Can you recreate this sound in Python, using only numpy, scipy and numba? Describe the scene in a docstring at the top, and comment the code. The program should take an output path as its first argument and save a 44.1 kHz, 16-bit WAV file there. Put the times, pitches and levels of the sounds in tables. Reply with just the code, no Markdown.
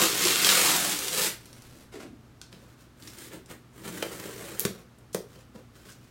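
"""Opening a cardboard box

On a sofa in a small room, packing tape and a plastic pouch are ripped off a box; the glue crackles
as its threads snap. The pouch is tossed aside. A pocket knife clicks open, picks at the seam and
slits it. The last tape snaps, a flap pops up and hands slide over the card. Ripping and scraping
also shake the hollow box. One microphone hears it all, with a short echo and a low mains hum."""
import sys
import numpy as np
from scipy import signal
from scipy.fft import rfft, irfft
from scipy.io import wavfile
from numba import njit

SR = 44100
rng = np.random.default_rng(int(sys.argv[2]) if len(sys.argv) > 2 else 0)


def log_audio(samples):
    """Write samples as a 16-bit WAV file to the path given in sys.argv[1]."""
    # one column per channel
    frames = np.atleast_2d(samples).T
    # limit to full scale, then quantise
    limited = np.clip(frames, -1, 1)
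    pcm = np.round(limited * 32767).astype(np.int16)
    wavfile.write(sys.argv[1], SR, pcm)


N = 269010
T = np.arange(N) / SR

# Levels are relative. A "share" is the width of a resonance divided by its frequency.
# the tone of each noise, from bass to treble: f/Hz, level/dB
AIR_TONE = [(12, -33.5), (20, -23), (134, -7), (172, -15.5), (310, -14.5), (388, -19), (459, -22),
            (923, -27), (1220, -25.5), (1910, -31.5), (2200, -32.5), (6360, -39.5), (7950, -41.5),
            (16000, -47.5)]
TAPE_TONE = [(300, -19.5), (1200, -4.5), (2300, -2), (3500, -1), (4600, -1.5), (5600, -3), (7500, -1.5),
             (10000, -4), (16000, -25.5)]
FIZZ_TONE = [(1500, -38), (5000, -21.5), (8200, 14.5), (11000, 9), (16000, 0)]
PLASTIC_TONE = [(300, 14), (800, 2.5), (1400, 4.5), (2200, 1.5), (4500, 1), (8000, -1.5), (12000, -4),
                (16000, -8)]
CUSHION_TONE = [(200, -6), (550, 6), (900, -0.5), (2000, -1), (3300, -7), (7000, -10.5), (11000, -15.5),
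                (16000, -25)]
CARD_TONE = [(300, -27), (900, -4), (1250, 10), (1500, 13.5), (1900, 8), (5000, 5.5), (8000, 3.5),
             (12000, -1), (16000, -1)]
BLADE_TONE = [(300, -27.5), (1500, -4), (3800, -3.5), (5300, -6), (8200, -3.5), (11000, -8), (16000, -9)]
# mains hum: f/Hz, level/dB
HUM_TONES = [(59.7, -64.5), (120, -59.5), (239.5, -64.5)]
# resonances of the air and walls of the box: f/Hz, width/Hz, level/dB
HOLLOW_RINGS = [(121, 16, -14.5), (189, 35.4, 0.5)]
# resonances of the lid and of the taut tape strip: multiple of the main frequency, share, level/dB
LID_RINGS = [(1, 0.74, 6.5), (1.242, 0.18, -11), (2.701, 0.13, -3)]
STRIP_RINGS = [(0.996, 0.91, 4), (1.901, 1.0, -1)]
# how hard the tape is pulled, as the strength of its crackle: t/s, level/dB
TAPE_PULL = [(0, -21), (.06, -25), (.11, -29.5), (.135, -29.5), (.19, -28), (.26, -24), (.32, -23.5),
             (.35, -27), (.44, -23.5), (.55, -21.5), (.63, -22.5), (.86, -27.5), (.92, -28.5), (.97, -34.5),
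             (1.13, -32.5), (1.21, -26.5), (1.268, -27.5)]
# the strip's pitch sinks as it grows longer and rises as it is drawn taut: t/s, f/Hz
STRIP_PITCH = [(0, 1280), (.3, 1670), (.47, 1750), (.66, 1110), (.86, 720), (1.2, 1800)]
# the lid's pitch follows the spot where the tape pulls or the blade cuts: t/s, f/Hz
PULLED_LID_PITCH = [(0, 360), (.33, 357), (.54, 410), (.72, 315), (.93, 332), (1.12, 422)]
CUT_LID_PITCH = [(3.9, 309), (4.55, 376)]
# tugs and nudges that shake the box: t/s, level/dB
TUGS = [(0, -24), (.125, -35.5), (.25, -27.5), (.615, -34), (1.207, -36.5), (2.611, -50), (4.988, -54),
        (5.355, -50)]
# clicks of tape, pouch and knife: t/s, level/dB, f/Hz, rough fade time/s
SHARP_CLICKS = [(0.1257, -10, 4000, 0.013), (0.2527, -0.5, 4500, 0.0054), (0.358, -3, 4070, .012),
                (.446, 2.5, 3600, 0.015), (.49, 1.5, 3250, 0.028), (0.9905, -8.5, 6000, 0.0062),
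                (1.083, -5, 4620, 0.004), (1.457, -28.5, 6900, 0.0075), (1.5296, -27.5, 6000, 0.0062),
                (1.621, -27.5, 6570, .007), (2.415, -24, 5130, 0.011), (2.5269, -28, 3220, 0.02),
                (3.024, -27, 5060, 0.0057), (3.0734, -25, 4300, 0.039), (3.185, -27.5, 6950, 0.021),
                (3.2386, -28, 8000, 0.0077), (3.4593, -36, 6000, 0.02), (4.602, -16, 6950, 0.033),
                (4.9848, -44, 8900, 0.024), (5.129, -30.5, 6860, 0.088), (5.3584, -30, 1800, 0.012)]
# tape, blade or flap catches and squeals just below f: t/s, level/dB, half length/s, f/Hz, share
SQUEALS = [(0.303, -23.5, 0.019, 4040, 0.35), (0.52, -39, 0.017, 3430, 0.86),
           (3.323, -46.5, 0.027, 3140, 0.44), (3.503, -52, 0.012, 2320, 0.89),
           (3.874, -37, 0.0084, 3280, .18), (4.023, -32, 0.0045, 3280, 0.22),
           (5.911, -53.5, 0.021, 6430, 1.1)]
# the pouch lands on the cushion and is pushed on once: t/s, length/s, level/dB
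POUCH_SKIDS = [(1.914, 0.052, -47.5), (1.989, 0.034, -44.5)]
# blade and handle ring as the knife locks open: f/Hz, level/dB, time to fade by 60 dB/s
LOCK_RINGS = [(1520, -2, .04), (2050, -5, .015), (2620, -1, .015), (3400, -3, .012), (4300, -1, .012)]
# hand and knife strokes: t/s, length/s, rise time/s, rubbing level/dB, pressing level/dB
HAND_STROKES = [(2.505, 0.069, 0.021, -60.5, -47), (2.58, 0.15, .015, -65.5, -66),
                (2.75, 0.081, 0.055, -62.5, -65), (4.73, 0.073, 0.025, -61.5, -48.5),
                (5.27, 0.14, 0.035, -62, -56), (5.525, 0.061, 0.032, -62, -43.5),
                (5.72, 0.15, 0.046, -58, -51.5), (5.83, 0.086, 0.057, -55, -55),
                (5.97, 0.095, 0.028, -63.5, -61)]
KNIFE_STROKES = [(2.94, 0.3, 0.11, -53, -56), (3.175, 0.1, 0.0065, -49, -55),
                 (3.29, 0.068, 0.041, -49, -42.5), (3.47, 0.048, 0.039, -48, -43),
                 (3.70, .14, 0.075, -56, -53), (3.825, 0.069, 0.029, -42, -39.5),
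                 (3.91, 0.76, 0.017, -46, -44.5)]
# resonances of the cut card edge: f/Hz, share, level/dB
EDGE_RINGS = [(960, 1, -7), (1404, 0.44, 6), (1860, 0.87, 16), (3050, 0.23, 6)]
# the seam gives way: t/s, crack level/dB, crack f/Hz, lid level/dB, lid f/Hz, boom level/dB
SEAM_POPS = [(4.0251, -15, 2900, -18.5, 480, -45), (4.651, -12, 4770, -19, 370, -18.5),
             (5.146, -16, 7140, -17, 430, -25.5)]
# the blade flicks free of the tape: t/s, level/dB
BLADE_FLICKS = [(4.5958, 1.5), (4.606, -12)]
LID_HZ = 353  # the lid's pitch when it is rubbed or nudged


def undb(db):
    """Turn decibels into a factor to multiply a sound by."""
    return 10 ** (np.asarray(db) / 20)


def unit(x):
    """Scale a sound to an average (rms) strength of 1."""
    return x / np.sqrt(np.mean(x ** 2))


def add(out, s, sound):
    """Mix a short sound in at s seconds."""
    start = max(int(s * SR), 0)
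    out[start:start + len(sound)] += sound[:N - start]


def colour(x, tone, size=1024):
    """Shape the bass and treble of a sound with a tone table; the result has strength 1."""
    hz, db = np.transpose(tone)
    f = np.maximum(np.fft.rfftfreq(size, 1 / SR), 1)
    gain = undb(np.interp(np.log(f), np.log(hz), db))
    # build the filter so that it never rings ahead of the sound
    cepstrum = irfft(np.log(gain))
    cepstrum[1:size // 2] *= 2
    cepstrum[size // 2 + 1:] = 0
    response = irfft(np.exp(rfft(cepstrum)))
    return unit(signal.oaconvolve(x, response)[:N])


@njit
def band_pass(x, tuning, share):
    """Let one band of frequencies through; its centre can move."""
    out, band, low = np.empty(len(x)), 0., 0.
    for i in range(len(x)):
        g = tuning[i]
        now = (band + g * (x[i] + 1e-18 - low)) / (1 + g * (g + share))
        band, low = 2 * now - band, low + 2 * g * now
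        out[i] = share * now
    return out


def resonate(x, hz, share):
    """One resonance: the sound rings around hz, for longer if the share is small."""
    tuning = np.tan(np.pi * np.minimum(hz / SR, .45))
    return band_pass(x, tuning * np.ones(len(x)), float(share))


def resonate_twice(x, hz, share):
    """A steeper resonance that lets less through far from hz."""
    return resonate(resonate(x, hz, share), hz, share)


def wander(rate):
    """Drift at random, mostly between -1 and 1, to a new value rate times a second."""
    points = rng.standard_normal(N // 20)
    return np.interp(T * rate, np.arange(len(points)), points)


def crackle(rate, spread_db, judder_rate=12, judder_db=0):
    """Tiny snaps of uneven size, about rate a second; sticking and slipping (judder) bunches them."""
    happens = rng.random(N) < rate / SR
    size = undb(spread_db * np.minimum(rng.exponential(size=N), 4))
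    sign = rng.choice([-1, 1], N)
    judder = undb(judder_db * wander(judder_rate))
    return unit(happens * size * sign * judder)


def burst(fade_s, rise=0.023):
    """A crack made of noise; the longer it lasts, the softer it starts."""
    t = T[:SR // 4]
    fade = np.exp(-np.log(1000) * t / fade_s)
    noise = 0.53 * rng.standard_normal(len(t)) * fade
    noise[0] = 1.76
    even = irfft(np.exp(1j * np.angle(rfft(noise))), len(t))  # all frequencies equally strong
    onset = 1 - np.exp(-(t + 1 / SR) / (rise * fade_s))
    crack = even * fade ** (1 / 4) * onset
    return crack * np.linalg.norm(noise) / np.linalg.norm(crack)


def gesture(s, length, rise_s, fall_s):
    """A movement that swells from time s, holds until its length is over, then dies away."""
    swell = np.sin(np.pi / 2 * np.clip((T - s) / rise_s, 0, 1)) ** 2
    return swell * np.exp(-np.maximum(T - s - length, 0) / fall_s)


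def strokes(table, fall_s):
    """Two loudness curves for a series of strokes: rubbing and pressing."""
    shapes = np.array([gesture(s, length, rise_s, fall_s) for s, length, rise_s, _, _ in table])
    gains = undb(np.array(table)[:, 3:].T)
    return np.sqrt(gains ** 2 @ shapes ** 2)


def sheet(x, rings, hz):
    """A stretched sheet rings at several multiples of hz."""
    return sum(undb(db) * resonate_twice(x, hz * multiple, share) for multiple, share, db in rings)


def hollow(x):
    """The air and walls of the box boom."""
    return sum(undb(db) * resonate(x, hz, width / hz) for hz, width, db in HOLLOW_RINGS)


def box(x, lid_hz, hollow_db):
    """The lid bends and the hollow booms as the box is shaken; card soaks up the treble."""
    body = unit(sheet(x, LID_RINGS, lid_hz)) + undb(hollow_db) * unit(hollow(x))
    muffle = signal.butter(2, [90, 950], "bandpass", fs=SR, output="sos")
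    return unit(signal.sosfilt(muffle, body))


def background():
    """Still room air and the hum of an appliance, there from the start."""
    air = undb(-55.5) * colour(rng.standard_normal(N), AIR_TONE, size=4096)
    hum = sum(undb(db) * np.sqrt(2) * np.sin(2 * np.pi * hz * T) for hz, db in HUM_TONES)
    return air + hum


def pulled(db, growth):
    """Loudness of one part of the rip: db at a firm pull, plus growth dB for each extra dB of pull."""
    firm_db, let_go_db_per_s = -22.5, 389
    times, pull_db = np.transpose(TAPE_PULL)
    extra_db = np.interp(T, times, pull_db) - firm_db
    since_free = np.maximum(T - times[-1], 0)
    return undb(db + growth * extra_db - let_go_db_per_s * since_free)


def tape():
    """Glue threads snap by the thousand, a few loudly; the strip and the box pass it on to the air."""
    snaps = crackle(rate=7000, spread_db=4, judder_rate=170, judder_db=1.56)
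    big_snaps = crackle(rate=60, spread_db=2)
    rip = pulled(db=-22.5, growth=1.06) * colour(snaps, TAPE_TONE)
    rip += pulled(db=-34, growth=0.98) * colour(big_snaps, TAPE_TONE)
    brighten = undb(1.5 * T)  # the rip turns brighter as it runs on
    fizz = pulled(db=-23, growth=1.075) * brighten * colour(snaps, FIZZ_TONE)
    strip_hz = np.interp(T, *np.transpose(STRIP_PITCH))
    length_gain = (1337 / strip_hz) ** 2.6  # a longer, lower strip is louder
    strip = pulled(db=-35.5, growth=2.1) * length_gain * unit(sheet(snaps, STRIP_RINGS, strip_hz))
    lid_hz = np.interp(T, *np.transpose(PULLED_LID_PITCH))
    body = pulled(db=-34.5, growth=0.71) * box(snaps, lid_hz, hollow_db=-6.5)
    return rip + fizz + strip + body


def jolts():
    """The box shudders briefly at each tug or nudge."""
    shake = sum(undb(db) * gesture(s, length=0.0052, rise_s=0.0052, fall_s=0.025) for s, db in TUGS)
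    return shake * box(rng.standard_normal(N), LID_HZ, hollow_db=-2.5)


def clicks():
    """Small stiff things let go, each with its own brightness."""
    out = np.zeros(N)
    for s, db, hz, fade_s in SHARP_CLICKS:
        add(out, s, undb(db) * resonate_twice(burst(fade_s), hz, share=1.6))
    return out


def squeals():
    """Tape, blade or flap sticks and slips for a moment, ringing one resonance."""
    out = np.zeros(N)
    slips = crackle(rate=2000, spread_db=10, judder_rate=380, judder_db=-5)
    for s, db, half_length, hz, share in SQUEALS:
        swell = np.exp(-((T - s) / half_length) ** 2)
        out += undb(db) * swell * unit(resonate_twice(slips, 0.98 * hz, share))
    return out


def pouch():
    """Thin plastic crinkles as it swings, then skids to rest on the cushion with a sinking flutter."""
    swing_s, land_s = 1.37, 1.922
    creases = crackle(rate=900, spread_db=1.5, judder_rate=120, judder_db=2)
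    swing = gesture(swing_s, length=0.467, rise_s=0.047, fall_s=0.02)
    crinkle = undb(-54.5) * swing * colour(creases, PLASTIC_TONE)
    slide = crackle(rate=6000, spread_db=3, judder_rate=120, judder_db=2.5)
    skids = sum(undb(db) * gesture(s, length, rise_s=0.018, fall_s=0.022)
                for s, length, db in POUCH_SKIDS)
    swish = skids * colour(slide, CUSHION_TONE)
    landing = gesture(land_s, length=0.12, rise_s=0.038, fall_s=0.081)
    flutter_hz = 195.65 + 217.5 * np.exp(-np.maximum(T - land_s, 0) / 0.15)
    flutter = undb(-44) * landing * unit(resonate_twice(slide, flutter_hz, share=0.51))
    return crinkle + swish + flutter


def knife_lock():
    """The blade snaps into its lock and rings briefly."""
    out = np.zeros(N)
    t = T[:SR // 4]
    ring = sum(undb(db) * np.sin(2 * np.pi * hz * t) * np.exp(-np.log(1000) * t / fade_s)
               for hz, db, fade_s in LOCK_RINGS)
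    add(out, s=2.4151, sound=undb(-42) * ring)
    return out


def hands():
    """Palms and flaps brush over the card; pressing on it shakes the box."""
    rub, press = strokes(HAND_STROKES, fall_s=0.025)
    grain = crackle(rate=5600, spread_db=4.5, judder_rate=84, judder_db=3.5)
    ticks = crackle(rate=30, spread_db=2)  # fingertips catch on the card
    swish = undb(2) * rub * colour(grain + undb(-11) * ticks, CARD_TONE)
    return swish + undb(-5.5) * press * box(grain, LID_HZ, hollow_db=3)


def knife_cuts():
    """The blade parts tape and paper in a gritty rasp; pressing brings out the card edge and the box."""
    rub, press = strokes(KNIFE_STROKES, fall_s=0.017)
    fibres = crackle(rate=9000, spread_db=3, judder_rate=200, judder_db=3)
    pitch_drift = np.exp(0.012 * wander(29))  # the edge stiffens and slackens under the blade
    edge = unit(sheet(fibres, EDGE_RINGS, pitch_drift))
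    lid_hz = np.interp(T, *np.transpose(CUT_LID_PITCH))
    body = box(fibres, lid_hz, hollow_db=-3)
    ticks = crackle(rate=50, spread_db=2)  # now and then a thicker fibre gives way
    rasp = undb(1) * rub * colour(fibres + undb(-10.5) * ticks, BLADE_TONE)
    return rasp + press * (body + undb(-10) * edge)


def pops():
    """The seam cracks, then the freed lid swings and the box booms."""
    out = np.zeros(N)
    lag_s, push_s = 0.002, 0.0003  # the lid gets a short push just after the crack
    push = np.exp(-((T[:SR // 4] - lag_s) / push_s) ** 2)
    boom = hollow(push)
    for s, crack_db, crack_hz, lid_db, lid_hz, boom_db in SEAM_POPS:
        crack = burst(0.026, rise=0.0061)
        paper_knock = undb(2.5) * resonate(crack, hz=1480, share=1)
        free_ring = undb(13.5) * resonate_twice(push, lid_hz, share=0.4)  # a free lid rings longer
        swing = sheet(push, LID_RINGS, lid_hz) + free_ring
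        add(out, s, undb(crack_db) * (resonate(crack, crack_hz, share=1.5) + paper_knock))
        add(out, s, undb(lid_db) * swing / np.abs(swing).max())
        add(out, s, undb(boom_db) * boom / np.abs(boom).max())
    return out


def flicks():
    """The thin blade springs back with a very short, high ping."""
    out = np.zeros(N)
    for s, db in BLADE_FLICKS:
        add(out, s, undb(db) * resonate(burst(0.003), hz=13600, share=0.69))
    return out


def reflections(fades_s):
    """A dense echo; bass, middle and treble each take their own time to fade by 60 dB."""
    t = T[:SR // 2]
    f = np.fft.rfftfreq(len(t), 1 / SR)
    noise = np.exp(2j * np.pi * rng.random(len(f)))
    bands = (f < 700, (f >= 700) & (f < 6000), f >= 6000)
    tail = sum(irfft(noise * band, len(t)) * np.exp(-np.log(1000) * t / fade_s)
               for band, fade_s in zip(bands, fades_s))
    tail *= np.clip(t / 0.0015, 0, 1)
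    return tail / np.linalg.norm(tail)


def room(x, echo_db, fades_s, paths=4):
    """Near walls echo, softened by sofa and curtains; moving hands and flaps shift the echo paths."""
    weights = np.array([wander(25) for _ in range(paths)])
    weights /= np.linalg.norm(weights, axis=0)
    echo = sum(signal.oaconvolve(x * weight, reflections(fades_s))[:N] for weight in weights)
    return (x + undb(echo_db) * echo) / np.hypot(1, undb(echo_db))


def scene():
    """All the sounds together in the room, the same in both channels."""
    facing = flicks() + undb(-1) * pops()  # blade and lid also send sound straight at the microphone
    handling = tape() + pouch() + knife_lock() + knife_cuts() + hands() + jolts() + squeals() + clicks()
    in_room = room(handling + facing, echo_db=-2, fades_s=(0.32, 0.3, 0.25))
    mono = in_room + undb(-14) * facing + background()
    return np.array([mono, mono])


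def record(dry):
    """Cut off the highest treble, above 15900 Hz."""
    return signal.sosfilt(signal.ellip(10, .2, 80, 15900, fs=SR, output="sos"), dry)


dry = scene()
out = record(dry)
log_audio(out)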